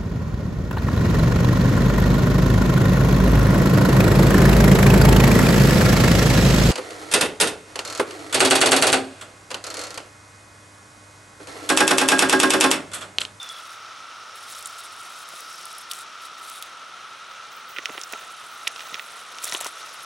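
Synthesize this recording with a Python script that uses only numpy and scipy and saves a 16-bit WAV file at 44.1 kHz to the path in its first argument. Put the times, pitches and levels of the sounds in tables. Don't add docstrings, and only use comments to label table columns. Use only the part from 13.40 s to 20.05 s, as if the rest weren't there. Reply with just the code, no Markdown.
import sys
import numpy as np
from scipy import signal
from scipy.fft import rfft, irfft, next_fast_len
from scipy.io import wavfile

SR = 44100
rng = np.random.default_rng(int(sys.argv[2]) if len(sys.argv) > 2 else 0)


def put_to_file(sound):
    columns = np.atleast_2d(sound).T
    safe = np.clip(columns, -1, 1)
    whole_steps = np.round(safe * 32767)
    wavfile.write(sys.argv[1], SR, whole_steps.astype(np.int16))


N = 293485

# (time [s], left minus right [dB])
STIR_PLACE = [(0, -2.5), (2.5, 1.5), (3.3, 0), (4.4, -5.5), (5.2, -2.5), (5.55, -5.5), (6.05, 0), (6.65, 1)]
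BODY_PAN_SHARE = 0.56


def from_db(db):
    return 10 ** (np.asarray(db) / 20)


def rms_one(x):
    return x / np.sqrt(np.mean(x ** 2) + 1e-20)


def in_time(rows):
    times_s, *columns = np.transpose(rows)
    return [np.interp(np.arange(N) / SR, times_s, column) for column in columns]


def drift(rate_hz):
    step = 40
    pole = np.exp(-2 * np.pi * rate_hz * step / SR)
    noise = rng.standard_normal(N // step + 2002)
    slow = signal.lfilter([1], [1, -2 * pole, pole * pole], noise)
    slow = rms_one(slow[2000:])
    return np.interp(np.arange(N) / step, np.arange(len(slow)), slow)


def band(x, low_hz, high_hz, order=2):
    edges = np.clip([low_hz, high_hz], [10, 20], [.4 * SR, .45 * SR])
    sos = signal.butter(order, edges, "band", fs=SR, output="sos")
    return signal.sosfilt(sos, x + 1e-18)


def resonance(x, hz, width_hz):
    r = np.exp(-np.pi * width_hz / SR)
    zeros = np.array([1, 0, -1]) * (1 - r * r) / 2
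    poles = [1, -2 * r * np.cos(2 * np.pi * hz / SR), r * r]
    return signal.lfilter(zeros, poles, x + 1e-18)


def coloured(x, colour):
    size = next_fast_len(N + SR // 10)
    hz, db = np.transpose(colour)
    bins_hz = np.arange(size // 2 + 1) * SR / size
    gain = from_db(np.interp(np.log(bins_hz + 1), np.log(hz), db))
    return rms_one(irfft(rfft(x, size) * gain, size)[..., :N])


def panned(x, pan_db):
    return x * from_db(np.array([[.5], [-.5]]) * pan_db)


def wide_noise(side_db, count=N):
    mid, side = rng.standard_normal((2, count))
    return mid + from_db(side_db) * np.array([[1], [-1]]) * side


def add(track, s, sound):
    at = int(max(s, 0) * SR)
    track[:, at:at + sound.shape[-1]] += sound[..., :N - at]


def envelope(s, length_s, attack_s, release_s):
    t = np.arange(N) / SR
    rise = np.clip(1 + (t - s) / attack_s, 0, 1)
    return rise * 10 ** -np.clip((t - s - length_s) / release_s, 0, 10)


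def effort(moves, attack_s, release_s, rest_db):
    power = sum((from_db(db) * envelope(s, length_s, attack_s, release_s)) ** 2
                for s, length_s, db in moves)
    return np.sqrt(power + from_db(rest_db) ** 2)


def crackle(per_s, size_db, clump_db, quality, low_hz, high_hz, count=28):
    born = rng.random(N) < per_s * from_db(clump_db * drift(25)) / SR
    sizes = from_db(size_db * np.minimum(rng.exponential(1, N), 4))
    slips = born * sizes * rng.choice([-1, 1], N)
    patch = rng.integers(0, count, N)
    pitches = np.geomspace(low_hz, min(high_hz, .45 * SR), count)
    return rms_one(sum(resonance(slips * (patch == k), hz, hz / quality)
                       for k, hz in enumerate(pitches)))


def rustle():
    # (time [s], length [s], level [dB])
    pushes = [(0, 0.34, -50), (.96, 0.87, -49), (1.1, .18, -42.5), (1.39, 0.055, -46), (1.88, 0.54, -48),
              (2.51, .1, -44), (2.82, 0.038, -46.5), (2.99, 0.27, -46.5), (4.45, 2.2, -50.5),
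              (6.035, 0.13, -34), (6.207, .008, -33.5), (6.258, 0.013, -35), (6.6, .05, -46)]
    # (frequency [Hz], relative density [dB])
    slide_colour = [(1500, -27), (3000, 1), (3800, 7), (4700, -1), (5600, -3.5), (6800, 0), (8600, 4.5),
                    (11300, 2.5), (12500, -3), (14300, -6), (16000, -4.5)]
    scrape = crackle(per_s=3500, size_db=4.0, clump_db=5.0, quality=8.9, low_hz=3010, high_hz=15260)
    scrape = coloured(scrape, slide_colour)
    scrape = scrape * effort(pushes, attack_s=0.023, release_s=0.044, rest_db=-65)

    # (time [s], length [s], level [dB])
    presses = [(4.36, 0.233, -45.5), (4.72, 0.14, -43.5), (5.2, 1.4, -49), (5.36, 0.23, -45),
               (6.035, 0.23, -39.5), (6.13, 0.025, -36), (6.4, 0.079, -49)]
    # (frequency [Hz], relative density [dB])
    crush_colour = [(100, 2), (280, -13.5), (700, -1), (1500, -2), (2200, -2.5), (3100, -3.5), (4000, -4.5),
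                    (4700, -15.5), (6000, -4), (9000, -16), (16000, -33)]
    crumple = crackle(per_s=4000, size_db=3.0, clump_db=3, quality=4.4, low_hz=301.5, high_hz=7050)
    crumple = coloured(crumple, crush_colour)
    crumple = crumple * effort(presses, attack_s=0.015, release_s=0.033, rest_db=-50)

    # (time [s], length [s], level [dB])
    scratches = [(2.0, .01, -52), (3.91, .015, -63), (4.12, 0.057, -54), (4.29, .04, -49),
                 (4.45, .37, -55.5), (5.11, 0.027, -53), (5.4, 0.23, -52)]
    sizzle = crackle(per_s=1500, size_db=5.0, clump_db=5, quality=7.3,
                     low_hz=13900, high_hz=16200, count=5)
    sizzle = sizzle * effort(scratches, attack_s=0.033, release_s=.08, rest_db=-75)

    # (time [s], level [dB])
    drag_curve = [(0, -52), (.7, -56.5), (1.22, -49.5), (1.7, -54), (2.2, -46), (2.5, -53.5), (2.9, -54),
                  (3.3, -73), (6.65, -52)]
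    drag = crackle(per_s=16000, size_db=6.5, clump_db=2.0, quality=7.6,
                   low_hz=5000, high_hz=5630, count=4)
    drag = drag * from_db(in_time(drag_curve)[0])

    return panned(scrape + crumple + sizzle + drag, BODY_PAN_SHARE * in_time(STIR_PLACE)[0])


def snaps(tear_db, tear_t60, shiver_s, ring_db, ring_quality):
    # (time [s], level [dB], centre [Hz], half width [octaves])
    buckles = [(0.0299, -33, 7200, 0.64), (0.0904, -33, 5400, 0.77), (1.149, -37, 4200, .7),
               (1.226, -34, 7000, 1), (1.258, -25.5, 8360, 0.33), (1.272, -32, 9500, 0.53),
               (1.889, -36, 9000, 0.59), (2.0058, -34.5, 9500, .7), (2.255, -31, 9700, 0.43),
               (2.3287, -37, 9500, 0.48), (2.3837, -33, 10100, 0.41), (2.5125, -24.5, 3710, 0.46),
               (2.514, -25, 8500, 1.6), (2.517, -28, 5400, 1.1), (2.5344, -29.5, 5600, 1.3),
               (3.099, -31.5, 7900, 1.16), (3.2246, -30.5, 3450, 0.45), (3.2245, -27.5, 10500, 1.9),
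               (4.363, -29.5, 2070, 0.61), (4.368, -29, 2500, .7), (4.3847, -22, 2400, 1),
               (4.3914, -32, 2000, .7), (4.4565, -18.5, 3100, 0.97), (4.4952, -33, 2200, .7),
               (4.5783, -27, 2290, 0.86), (4.614, -29, 4730, 1.1), (4.6356, -29, 5600, 0.5),
               (4.7243, -29, 7800, 1.5), (4.7351, -27, 2660, 0.98), (5.271, -22, 3100, 0.66),
               (5.2741, -16, 3000, 0.61), (5.277, -20, 5000, 1.3), (5.3608, -32.5, 3560, 0.64),
               (5.3935, -31.5, 3400, .7), (5.406, -32, 3000, 1), (5.5429, -23.5, 3340, 0.8),
               (5.553, -31, 2300, 1), (5.5949, -26, 2580, .7), (5.985, -30, 3680, 1.1),
               (6.04, -25.5, 7000, 1.3), (6.0434, -20, 8400, 0.63), (6.0535, -26, 8400, 1),
               (6.0774, -29, 5500, 1.6), (6.0964, -29, 6140, 0.92), (6.1233, -22.5, 3800, 1.2),
               (6.132, -35, 4630, 1.7), (6.1407, -25.5, 6100, 1.1), (6.1484, -20.5, 3340, 0.4),
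               (6.164, -31, 4700, .9), (6.2052, -31, 7500, 0.88), (6.2103, -24.5, 8100, 0.54),
               (6.2456, -26, 5900, 1.46), (6.2667, -26.5, 5100, 1.2)]
    # (frequency [Hz], width [Hz],
    # lift or dip [dB])
    snap_modes = [(1840, 380, 2), (3100, 410, 1), (4300, 2900, -7.5), (5550, 620, 5), (8200, 490, -4.5),
                  (10100, 2000, 0.5)]
    typical_db = -28
    shiver_db, shiver_loss = -8, .1
    splinter_db, splinter_db_per_octave = -14.5, 22

    out = np.zeros((2, N))
    t = np.arange(SR // 25) / SR
    tear = from_db(tear_db - 60 * t / tear_t60)
    shiver = t * np.exp(-t / shiver_s)
    shiver /= np.linalg.norm(shiver)
    for s, db, hz, octaves in buckles:
        harder_db = db - typical_db
        roughness = tear + from_db(shiver_db - shiver_loss * harder_db) * shiver
        force = roughness * rng.standard_normal(len(t))
        force[0] = 1
        half_width = 2 ** max(octaves, .1)
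        low_hz, high_hz = hz / half_width, hz * half_width
        snap = band(band(force, low_hz, high_hz), low_hz, high_hz)
        snap += from_db(ring_db) * resonance(force, hz, hz / ring_quality)
        splinter_gain = from_db(splinter_db + splinter_db_per_octave * (octaves - 1.5))
        snap += splinter_gain * band(force, 4200, 16800)
        for mode_hz, width_hz, lift_db in snap_modes:
            snap = snap + (from_db(lift_db) - 1) * resonance(snap, mode_hz, width_hz)
        for bend_hz in np.minimum(hz * 2. ** np.array([-.5, 0, .5]), .4 * SR):
            snap = snap - 2 * resonance(snap, bend_hz, 2200)
        snap /= np.sqrt(np.mean(snap[:SR // 500] ** 2))
        add(out, s, snap * from_db(db))
    return panned(out, in_time(STIR_PLACE)[0])


def flops(spread, rise_s):
    # (time [s], peak level [dB], centre [Hz])
    pats = [(1.937, -35, 542), (4.388, -32, 437), (4.493, -27.5, 520), (4.5, -32, 290), (4.549, -30, 750),
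            (4.58, -25.5, 660), (4.734, -26, 660), (4.748, -30.5, 620), (5.273, -29, 695),
            (5.526, -39, 270), (5.543, -33, 500), (6.04, -30.5, 650), (6.124, -25.5, 650),
            (6.147, -22, 560), (6.209, -26, 810), (6.262, -22, 625)]
    out = np.zeros((2, N))
    t = np.arange(SR // 15) / SR
    swell = t * np.exp(-t / rise_s)
    for s, db, hz in pats:
        puff = band(rng.standard_normal(len(t)) * swell, hz / spread, hz * spread)
        puff = band(puff, 170, 5300)
        add(out, s - rise_s, puff / np.abs(puff).max() * from_db(db))
    return panned(out, BODY_PAN_SHARE * in_time(STIR_PLACE)[0])


def litter(x, scatter_db, t60):
    t = np.arange(SR // 20) / SR
    echoes = rng.standard_normal((2, len(t))) * from_db(-60 * t / t60)
    echoes *= t > .001
    echoes /= np.linalg.norm(echoes, axis=1, keepdims=True)
    return x + from_db(scatter_db) * signal.fftconvolve(x, echoes, axes=1)[:, :N]


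def bird(waver_hz, flutter_db):
    start_hz, sag_hz, sag_s = 3580, 244, 0.11
    start_db, fade_db_per_s = -41, 50
    t = np.arange(N) / SR
    hz = start_hz - sag_hz * (1 - np.exp(-t / sag_s))
    loudness = from_db(start_db - fade_db_per_s * t + flutter_db * drift(60))
    loudness = loudness * envelope(s=0, length_s=0.17, attack_s=.09, release_s=.09)
    phase = 2 * np.pi * np.cumsum(hz + waver_hz * drift(400)) / SR
    return np.sqrt(2) * loudness * np.sin(phase)


def chorus():
    # (centre [Hz], width [Hz], level [dB])
    insect_bands = [(1187, 155, -52.5), (1317, 158, -46), (1325.5, 92, -47.5), (1437, 180, -53)]
    return sum(from_db(db) * rms_one(band(wide_noise(side_db=-14.5), hz - width / 2, hz + width / 2))
               for hz, width, db in insect_bands)


def outdoor_air():
    # (frequency [Hz], relative density [dB])
    air_colour = [(25, -29), (60, -31.5), (100, -10.5), (230, -8), (450, -4.5), (900, 2), (1900, 1),
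                  (3700, 0.5), (4700, -5.5), (5700, -4), (6900, -15), (9500, -12.5), (11500, -21),
                  (14000, -33), (16000, -37)]
    return from_db(-45) * coloured(wide_noise(side_db=-12), air_colour)


def handling():
    # (time [s], level [dB])
    hand_curve = [(0, -71), (1.55, -72), (1.8, -84), (4, -92), (6.65, -89)]
    rumble = rms_one(band(rng.standard_normal(N), 86, 118))
    return from_db(in_time(hand_curve)[0]) * rumble


def scene():
    leaves = rustle() + flops(spread=2.4, rise_s=0.00253)
    leaves = leaves + snaps(tear_db=-21.0, tear_t60=0.0038, shiver_s=0.0018, ring_db=-3, ring_quality=19)
    near = litter(leaves, scatter_db=-12.0, t60=0.014)
    far = bird(waver_hz=45, flutter_db=5.0) + chorus() + outdoor_air()
    return near + far + handling()


def record(dry, hollow_hz=13450, hollow_quality=4, hollow_db=-17, cutoff_hz=16000):
    hollowed = signal.lfilter(*signal.iirnotch(hollow_hz, hollow_quality, fs=SR), dry)
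    heard = hollowed + from_db(hollow_db) * (dry - hollowed)
    low_pass = signal.ellip(12, .2, 80, cutoff_hz, fs=SR, output="sos")
    return signal.sosfilt(low_pass, heard)


dry = scene()
out = record(dry)
put_to_file(out)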